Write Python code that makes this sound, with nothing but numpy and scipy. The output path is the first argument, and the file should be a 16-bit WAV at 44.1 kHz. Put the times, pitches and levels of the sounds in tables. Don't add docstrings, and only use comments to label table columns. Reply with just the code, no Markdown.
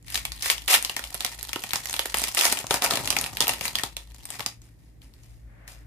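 import sys
import numpy as np
from scipy import signal
from scipy.fft import rfft, irfft, next_fast_len
from scipy.io import wavfile
from scipy.ndimage import uniform_filter1d

SR = 44100
rng = np.random.default_rng(int(sys.argv[2]) if len(sys.argv) > 2 else 0)


def waveform_to_disk(signal):
    frames = np.transpose(np.atleast_2d(signal))
    scaled = np.clip(frames, -1, 1) * 32767
    samples = np.round(scaled).astype(np.int16)
    wavfile.write(sys.argv[1], SR, samples)


N = 258469

# start_s, level_db
HUM_LEVEL = [(0.0, -47.5), (0.15, -43), (0.8, -51.5), (3.1, -50), (5.81, -48.5), (5.86, -46)]
# pitch_hz, width_hz, level_db
HUM_TONES = [(54.6, 6.6, 4), (114.2, 7.8, -8.5), (139, 18, -13.5), (307, 63, -26)]
# frequency_hz, density_db (per Hz)
HISS_SPECTRUM = [(250, 9.5), (400, 9), (800, -1.5), (1400, -10.5), (1900, -2.5), (2800, -12), (14000, -14)]
# start_s, level_db
HANDLING_LEVEL = [(0.0, -58), (0.11, -57), (0.29, -50.5), (0.51, -45.5), (0.67, -50), (1.23, -43),
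                  (2.1, -41), (2.22, -32), (2.37, -42), (2.51, -30.5), (2.81, -67), (2.97, -39.5),
                  (3.7, -45.5), (4.06, -60.5), (4.41, -46), (4.6, -94)]
# start_s, share_db
OPENING_SHARE = [(0, -17), (.9, -4), (1.5, -6.5), (2.3, -8), (2.8, 5.5), (3.6, 0), (4.6, -5.5)]
# start_s, length_s, first_db, last_db, pack_share_db (against the crackle)
RIPS = [(0.063, 0.093, -51, -36.5, -29), (0.426, 0.096, -34, -30, -38.5), (0.683, 0.067, -20.5, -14.5, -6),
        (2.374, 0.13, -22.5, -29.5, -2.5), (2.704, .05, -32.5, -28.5, -2.5),
        (2.817, 0.028, -39, -25.5, 4.5), (2.905, 0.053, -28, -44, 8.5), (3.609, 0.048, -52, -27, -7),
        (4.29, 0.067, -56, -38, -2)]
# start_s, peak_db, pitch_hz, thump_db (against the snap), pan_db (left minus right)
SNAPS = [(0.0817, -29, 4300, -32, 6.5), (0.1024, -21.5, 12100, -34, 4), (0.1442, -10, 4100, -20, 1),
         (0.1556, -7, 3750, -28, 2), (0.175, -14.5, 4140, -14, -6), (0.252, -12.5, 2360, -21, -1.5),
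         (0.3195, -18.5, 4630, -40, 2), (0.4098, -29.5, 5310, -27, 11), (0.4238, -15.5, 5410, -35, -6),
         (0.4453, -16, 3420, -26.5, -0.5), (0.4593, -8.5, 1904, -25, -5.5), (0.5, -1.5, 2880, -26, 7),
         (0.5139, -12, 3100, -20, -0.5), (0.5808, -19, 3000, -42, 1.5), (0.62, -29, 3150, -30.5, -6),
         (0.6789, -14.5, 3200, -36.5, -11), (0.7034, -11, 1870, -7.5, 1), (0.741, -1, 3110, -17, -1),
         (0.8258, -11.5, 9400, -23, -1), (0.8479, -10, 4330, -43, -2), (0.896, -13.5, 2880, -13, -1),
         (0.9654, -8, 1840, -15.5, 0.5), (0.9934, -15.5, 1450, -14, -6), (1.0271, -43, 2190, -24, -5),
         (1.0397, -16.5, 3400, -42, 2), (1.1184, -42, 1850, 7, -4), (1.144, -15.5, 11000, -9.5, -4.5),
         (1.1502, -21.5, 3530, -6.5, -3.0), (1.2064, -11.5, 3450, -20, -2), (1.2144, -25.5, 3140, -7, 5),
         (1.2475, -5.5, 3780, -14.5, -2.5), (1.2636, -22.5, 4010, -36, 17), (1.4107, -22, 4550, -23, 3),
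         (1.4287, -19, 12300, -14, -8), (1.492, -19.5, 3680, -11, -0.5), (1.5315, -13.5, 2400, -20, 2),
         (1.5597, -16, 2760, -1, -2.0), (1.6381, -15, 2370, -6, -1), (1.7075, -20, 3440, -28.5, 5.5),
         (1.7335, -2, 1830, -13.5, 0.0), (1.7576, -8.5, 5250, -17, -1.0), (1.8568, -16, 1820, -40, -9.5),
         (1.871, -19.5, 5350, -37.5, 4), (1.8966, -16, 6390, -24, 0.5), (1.9085, -21, 6660, -22, -3),
         (1.929, -14, 9030, -32.5, 0.5), (1.94, -12.5, 3410, -15.5, 0.5), (1.964, -15, 3530, -16.5, -5.5),
         (1.9931, -5, 2610, -15, -4), (2.0566, -11, 1905, -15.5, -5.5), (2.1253, -24, 1800, -33.5, -1),
         (2.143, -2.5, 1780, -15, 2), (2.171, -13.5, 9390, -22, 0), (2.1846, -12, 9440, -20.5, -7),
         (2.195, -20, 9040, -21, -9), (2.2169, -12, 7660, -12, 0), (2.2389, -7, 4560, -19.5, -6.5),
         (2.2744, -19.5, 3120, -10.5, -1.5), (2.316, -22, 5590, -24, -1.5), (2.3478, -12, 9390, -20, -3.5),
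         (2.371, -11, 2250, -31.5, -1), (2.3904, -6, 4540, -19, 4), (2.4108, -3, 2660, -21, -6.5),
         (2.4435, -8.5, 1820, -19, 3.5), (2.4527, -2, 6090, -13.5, -1.5), (2.5247, -3, 8840, -17, -0.5),
         (2.5727, -15, 2570, -13.5, 1), (2.5889, -13.5, 7530, -25.5, -0.5), (2.6418, -30, 6620, 5.5, 0.5),
         (2.6678, -18, 6200, -21, 1), (2.7085, -3, 3150, -5, 4), (2.7264, -26, 2970, -17, -2),
         (2.7417, -8, 2510, -10.5, 0.5), (2.8212, -7, 2550, -9, -1), (2.8403, -8, 12500, -29.5, -1),
         (2.8462, -10, 4410, -16.5, 5.5), (2.8617, -9.5, 2460, -16.5, 1), (2.8854, -29.5, 3490, -13.5, 4),
         (2.909, -2.5, 4330, -8.5, 2), (2.9368, -13, 3410, -9, 6.5), (2.9557, -12, 5120, -23, 3.5),
         (2.9721, -13, 2520, -9.5, 3), (2.9935, -23.5, 1950, -15, 0), (3.046, -24.5, 4060, -18.5, 16.5),
         (3.057, -17, 6710, -28.5, 0), (3.0749, -11, 2730, -32.5, 1.5), (3.1038, -3.5, 4820, -20.5, -9),
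         (3.1264, -15, 2580, -26.5, 4.5), (3.1663, -6.5, 2430, -15.5, 1), (3.1873, -10.5, 6080, -18.5, 8),
         (3.2123, -12.5, 9680, -26, 1.5), (3.241, -12, 3610, -32.5, -3), (3.2619, -17, 2460, -28.5, -6),
         (3.3704, -12.5, 2900, -26, 0.5), (3.4053, -1.5, 5170, -13.5, -2), (3.4129, -5, 3500, -11.5, -0.5),
         (3.4236, -10.5, 3650, -24.5, -0.5), (3.47, -13.5, 2690, -9.5, 3.0), (3.48, -3.5, 13000, -18, 0.5),
         (3.493, -6, 2750, -14.5, 0.5), (3.5134, -27, 2320, -30, -1.5), (3.5359, -14, 2610, -25, -2),
         (3.6101, -12, 2610, -13.5, 5), (3.653, -16.5, 2060, -11, 6), (3.6796, -12.5, 4100, -30, -4),
         (3.7544, -7.5, 3640, -50, 0.0), (3.7863, -13.5, 1960, -37, 5.5), (3.7962, -18.5, 1820, -16, 3.5),
         (3.8352, -8.5, 3430, -10.5, 1.5), (3.9673, -16, 3590, -17.5, -2.5), (4.146, -39.5, 6700, -32, 16),
         (4.2541, -20.5, 8500, -30, 2), (4.304, -19, 8620, -21, 7), (4.3944, -18, 1600, -3.5, -2),
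         (4.4054, -17.5, 3180, -7, 7), (4.4258, -30, 3530, -17, 5), (4.4621, -8.5, 5100, -15, -2.5)]
# frequency_hz, density_db (per Hz)
FILM_SPECTRUM = [(120, -40.5), (200, -17.5), (940, -4.5), (1650, -6.5), (1840, -0.5), (2020, -3),
                 (3120, -2), (7220, -4.5), (8820, -2), (14200, -3.5), (15500, -9.5)]
# pitch_hz, width_hz, level_db
PACK_MODES = [(235.8, 121, -6), (543, 270, -3), (730, 326, 0.5), (944, 180, -1), (1286, 190, -8.5),
              (2010, 37, -26.5)]
# start_s, share_db
TABLE_SHARE = [(0, -8), (2.4, -17), (2.7, 4.5), (3.9, 4.5), (4.5, 3)]
# start_s, tap_peak_db, tap_pitch_hz, brush_db, brush_length_s
TOUCHES = [(4.618, -39.5, 6240, -61, 0.049), (4.689, -47.5, 1760, -81, .02), (4.79, -57, 4220, -70, 0.093),
           (5.018, -42.5, 3150, -57.5, 0.009), (5.138, -44, 4260, -65, 0.09),
           (5.235, -42.5, 6400, -64.5, 0.11), (5.678, -27.5, 1690, -46.5, .01)]
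# start_s, level_db
SLIDE_LEVEL = [(5.4, -81), (5.5, -64.5), (5.66, -57.5), (5.86, -67)]
# centre_hz, width_hz, level_db (each pass of two)
SLIDE_BANDS = [(530, 300, 2), (1800, 1100, 1)]

HISS_DB = -66
SNAP_T60_S, GRAIN_T60_S, SHOVE_T60_S = 0.022, 0.015, 0.026
BURST_SAMPLES = 1024
KICK_DB, KICK_S = 10, 0.0009
MAX_PORT_LAG_S = 0.0006
SETTLE_DB, SETTLE_DB_PER_S = -27.5, 299.5
RIP_RISE_DB_PER_S, RIP_FALL_DB_PER_S = 3000.5, 700
TAP_THUMP_DB, TAP_PAN_DB = -38, 4
BRUSH_FALL_DB_PER_S, BRUSH_SHARE_DB = 145.5, -3
GRIP_DB = 8.5
ROOM_T60_S, ROOM_DB, WALL_CUT_HZ = 0.21, -15.5, 1900
PORTS_ALIKE_BELOW_HZ = 410
SUPPRESS_ABOVE_DB, SUPPRESS_DEPTH_DB, SUPPRESS_BELOW_HZ = -25, 42, 290
CUTOFF_HZ = 16900


def from_db(db):
    return 10 ** (np.asarray(db) / 20)


def rms_one(x):
    return x / np.sqrt(np.mean(x ** 2) + 1e-20)


def gain_curve(rows):
    start_s, level_db = np.transpose(rows)
    return from_db(np.interp(np.arange(N) / SR, start_s, level_db))


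def drift(rate_hz):
    r = np.exp(-2 * np.pi * rate_hz * 40 / SR)
    noise = rng.standard_normal(N // 40 + 2002)
    slow = signal.lfilter([1], [1, -2 * r, r * r], noise)[2000:]
    return np.interp(np.arange(N) / 40, np.arange(len(slow)), rms_one(slow))


def resonance(x, hz, width_hz):
    r = np.exp(-np.pi * width_hz / SR)
    zeros = np.array([1, 0, -1]) * (1 - r * r) / 2
    return signal.lfilter(zeros, [1, -2 * r * np.cos(2 * np.pi * hz / SR), r * r], x)


def modes(x, table):
    total = 0
    for k, (hz, width_hz, level_db) in enumerate(table):
        total = total + (-1) ** k * from_db(level_db) * resonance(x, hz, width_hz)
    return total


def colour(x, spectrum, size=4096):
    hz, db = np.transpose(spectrum)
    grid = np.maximum(np.arange(size // 2 + 1) * SR / size, 1)
    log_gain = np.log(from_db(np.interp(np.log(grid), np.log(hz), db)))
    cepstrum = irfft(log_gain)
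    cepstrum[1:size // 2] *= 2
    cepstrum[size // 2 + 1:] = 0
    response = irfft(np.exp(rfft(cepstrum)))
    return signal.fftconvolve(x, response[None], axes=1)[:, :N]


def highpass(x, order, hz):
    return signal.sosfilt(signal.butter(order, hz, "high", fs=SR, output="sos"), x)


def hum():
    mid, side = rng.standard_normal((2, N))
    pair = mid + 0.3 * side * [[1], [-1]]
    wider = [(hz, 3 * width_hz, 0) for hz, width_hz, level_db in HUM_TONES]
    tones = modes(modes(pair, HUM_TONES), wider)
    t = np.arange(N) / SR
    motor = from_db(-7 + 2 * drift(2.1)) * np.sin(2 * np.pi * HUM_TONES[1][0] * t)
    motor += from_db(-12 + 1.1 * drift(2.2)) * np.sin(2 * np.pi * HUM_TONES[0][0] * t)
    return gain_curve(HUM_LEVEL) * (rms_one(tones) + motor) * from_db([[0.8], [-0.8]])


def hiss():
    noise = colour(rng.standard_normal((2, N)), HISS_SPECTRUM)
    return from_db(HISS_DB) * rms_one(highpass(noise, 2, 330))


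def buckle(hz, pan_db, t60, broad=0.39, alike=0.37, cycles=3.75):
    shared, left, right = rng.standard_normal((3, BURST_SAMPLES))
    n = np.arange(BURST_SAMPLES)
    fade = from_db(-60 * n / (t60 * SR))
    fade *= from_db(KICK_DB * np.exp(-n / (KICK_S * SR)))
    pair = alike * shared + np.sqrt(1 - alike ** 2) * np.array([left, right])
    pair *= fade
    pair = broad * pair + resonance(pair, min(hz, 0.4 * SR), hz / cycles)
    far = int(pan_db > 0)
    pair[far] = np.roll(pair[far], int(rng.uniform(0, MAX_PORT_LAG_S * SR)))
    return pair / np.abs(pair).max() * from_db([[pan_db / 2], [-pan_db / 2]])


def crackle(strength, shaking, per_s, spread_db, clumping_db, count):
    heights = from_db(spread_db * np.minimum(rng.exponential(1, N), 4))
    chance = per_s * from_db(clumping_db * drift(40)) / SR
    flips = heights * rng.choice([-1, 1], N) * (rng.random(N) < chance)
    facet = rng.integers(0, count, N)
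    film = np.zeros((2, N))
    for k, hz in enumerate(np.geomspace(1700, 12500, count)):
        rattle = buckle(hz, rng.normal(0, 1.7), GRAIN_T60_S)[:, :400]
        film += signal.oaconvolve((flips * (facet == k))[None], rattle, axes=1)[:, :N]
    return strength * rms_one(film), from_db(9.5) * shaking * rms_one(flips)


def handling():
    held = np.arange(N) < HANDLING_LEVEL[-1][0] * SR
    strength = gain_curve(HANDLING_LEVEL) * held
    return strength, strength * gain_curve(OPENING_SHARE)


def burst(start_s, length_s, first_db, last_db, fall_db_per_s):
    t = np.arange(N) / SR - start_s
    held_db = np.interp(t, [0, length_s + 1e-6], [first_db, last_db])
    rise_db = RIP_RISE_DB_PER_S * np.minimum(t, 0)
    fall_db = fall_db_per_s * np.maximum(t - length_s, 0)
    return from_db(held_db + rise_db - fall_db)


def rips():
    strength, shaking = np.zeros((2, N))
    for start_s, length_s, first_db, last_db, share_db in RIPS:
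        gain = burst(start_s, length_s, first_db, last_db, RIP_FALL_DB_PER_S)
        strength += gain
        shaking += gain * from_db(share_db)
    return strength, shaking


def snaps():
    film, jolts = np.zeros((2, N + BURST_SAMPLES)), np.zeros(N + BURST_SAMPLES)
    shove_fade = from_db(-60 * np.arange(BURST_SAMPLES) / (SHOVE_T60_S * SR))
    taps = [(s, db, hz, TAP_THUMP_DB, TAP_PAN_DB) for s, db, hz, *brush in TOUCHES]
    for start_s, peak_db, hz, thump_db, pan_db in [*SNAPS, *taps]:
        at = round(start_s * SR)
        span = slice(at, at + BURST_SAMPLES)
        film[:, span] += from_db(peak_db + 3.5) * buckle(hz, pan_db, SNAP_T60_S)
        shove = rng.standard_normal(BURST_SAMPLES) * shove_fade
        jolts[span] += from_db(peak_db + thump_db + 12.5) * shove
    return film[:, :N], jolts[:N]


def settling():
    peaks = np.zeros(N)
    for start_s, peak_db, *rest in SNAPS:
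        peaks[round(start_s * SR)] = from_db(peak_db + SETTLE_DB)
    return signal.lfilter([1], [1, -from_db(-SETTLE_DB_PER_S / SR)], peaks + 1e-18)


def brushing():
    return sum(burst(start_s, length_s, brush_db, brush_db, BRUSH_FALL_DB_PER_S)
               for start_s, tap_db, hz, brush_db, length_s in TOUCHES)


def rasping():
    rip, rip_shaking = rips()
    settle, brush = settling(), brushing()
    shaking = rip_shaking + settle * gain_curve(OPENING_SHARE) + brush * from_db(BRUSH_SHARE_DB)
    return rip + settle + brush, shaking


def table_bumps(jolts, shakes):
    push = gain_curve(TABLE_SHARE) * (jolts + from_db(GRIP_DB) * shakes) + 1e-18
    low = resonance(resonance(push, 95, 100), 130, 130)
    return low * from_db([[-2], [-11]])


def slide():
    noise = modes(modes(rng.standard_normal((2, N)), SLIDE_BANDS), SLIDE_BANDS)
    begun = np.arange(N) > SLIDE_LEVEL[0][0] * SR
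    return gain_curve(SLIDE_LEVEL) * begun * rms_one(noise)


def room(x):
    size = next_fast_len(N + SR)
    hz = np.arange(size // 2 + 1) * SR / size
    tail = np.zeros((2, len(hz)), complex)
    for k, lag_s in enumerate(rng.uniform(0.0047, 0.035, 16)):
        delay = from_db(-60 * lag_s / ROOM_T60_S) * np.exp(-2j * np.pi * hz * lag_s)
        loop = delay / (1 + 1j * hz * lag_s * 10 / WALL_CUT_HZ)
        tail[k % 2] += loop / (1 - loop) * (-1) ** (k // 2)
    return irfft(rfft(x, size) * tail, size)[:, :N]


def ports(x):
    mid, side = (x[0] + x[1]) / 2, (x[0] - x[1]) / 2
    side = highpass(side, 1, PORTS_ALIKE_BELOW_HZ)
    left = mid + side
    shaded = left - 0.62 * resonance(left, 11500, 4700)
    return np.array([from_db(1.5) * shaded, mid - side])


def suppressor(x):
    power = uniform_filter1d(np.mean(x ** 2, 0), 132)
    short_db = 10 * np.log10(np.maximum(power, 1e-12))
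    lasting_db = uniform_filter1d(short_db, int(0.035 * SR), origin=-400)
    cut_db = np.clip(8 * (lasting_db - SUPPRESS_ABOVE_DB), 0, SUPPRESS_DEPTH_DB)
    cut_db = uniform_filter1d(cut_db, 300)
    bass = signal.sosfiltfilt(signal.butter(2, SUPPRESS_BELOW_HZ, fs=SR, output="sos"), x)
    return x - bass * (1 - from_db(-cut_db))


def scene():
    loud, jolts = snaps()
    fine, shakes = crackle(*handling(), per_s=1500, spread_db=7, clumping_db=7.5, count=14)
    rasp, tugs = crackle(*rasping(), per_s=6000, spread_db=4.5, clumping_db=2.5, count=10)
    film = from_db(3.5) * colour(loud + fine + rasp, FILM_SPECTRUM)
    pack = modes(jolts + shakes + tugs + 1e-18, PACK_MODES)
    near = film + pack + slide()
    airborne = ports(near + from_db(ROOM_DB) * room(near))
    return airborne + table_bumps(jolts, shakes) + hum() + hiss()


def record(dry):
    rounded = 0.9 * np.tanh(suppressor(dry) / 0.9)
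    stepped = signal.sosfilt(signal.cheby2(6, 20, 15100, fs=SR, output="sos"), rounded)
    return signal.sosfilt(signal.cheby2(14, 90, CUTOFF_HZ, fs=SR, output="sos"), stepped)


dry = scene()
out = record(dry)
waveform_to_disk(out)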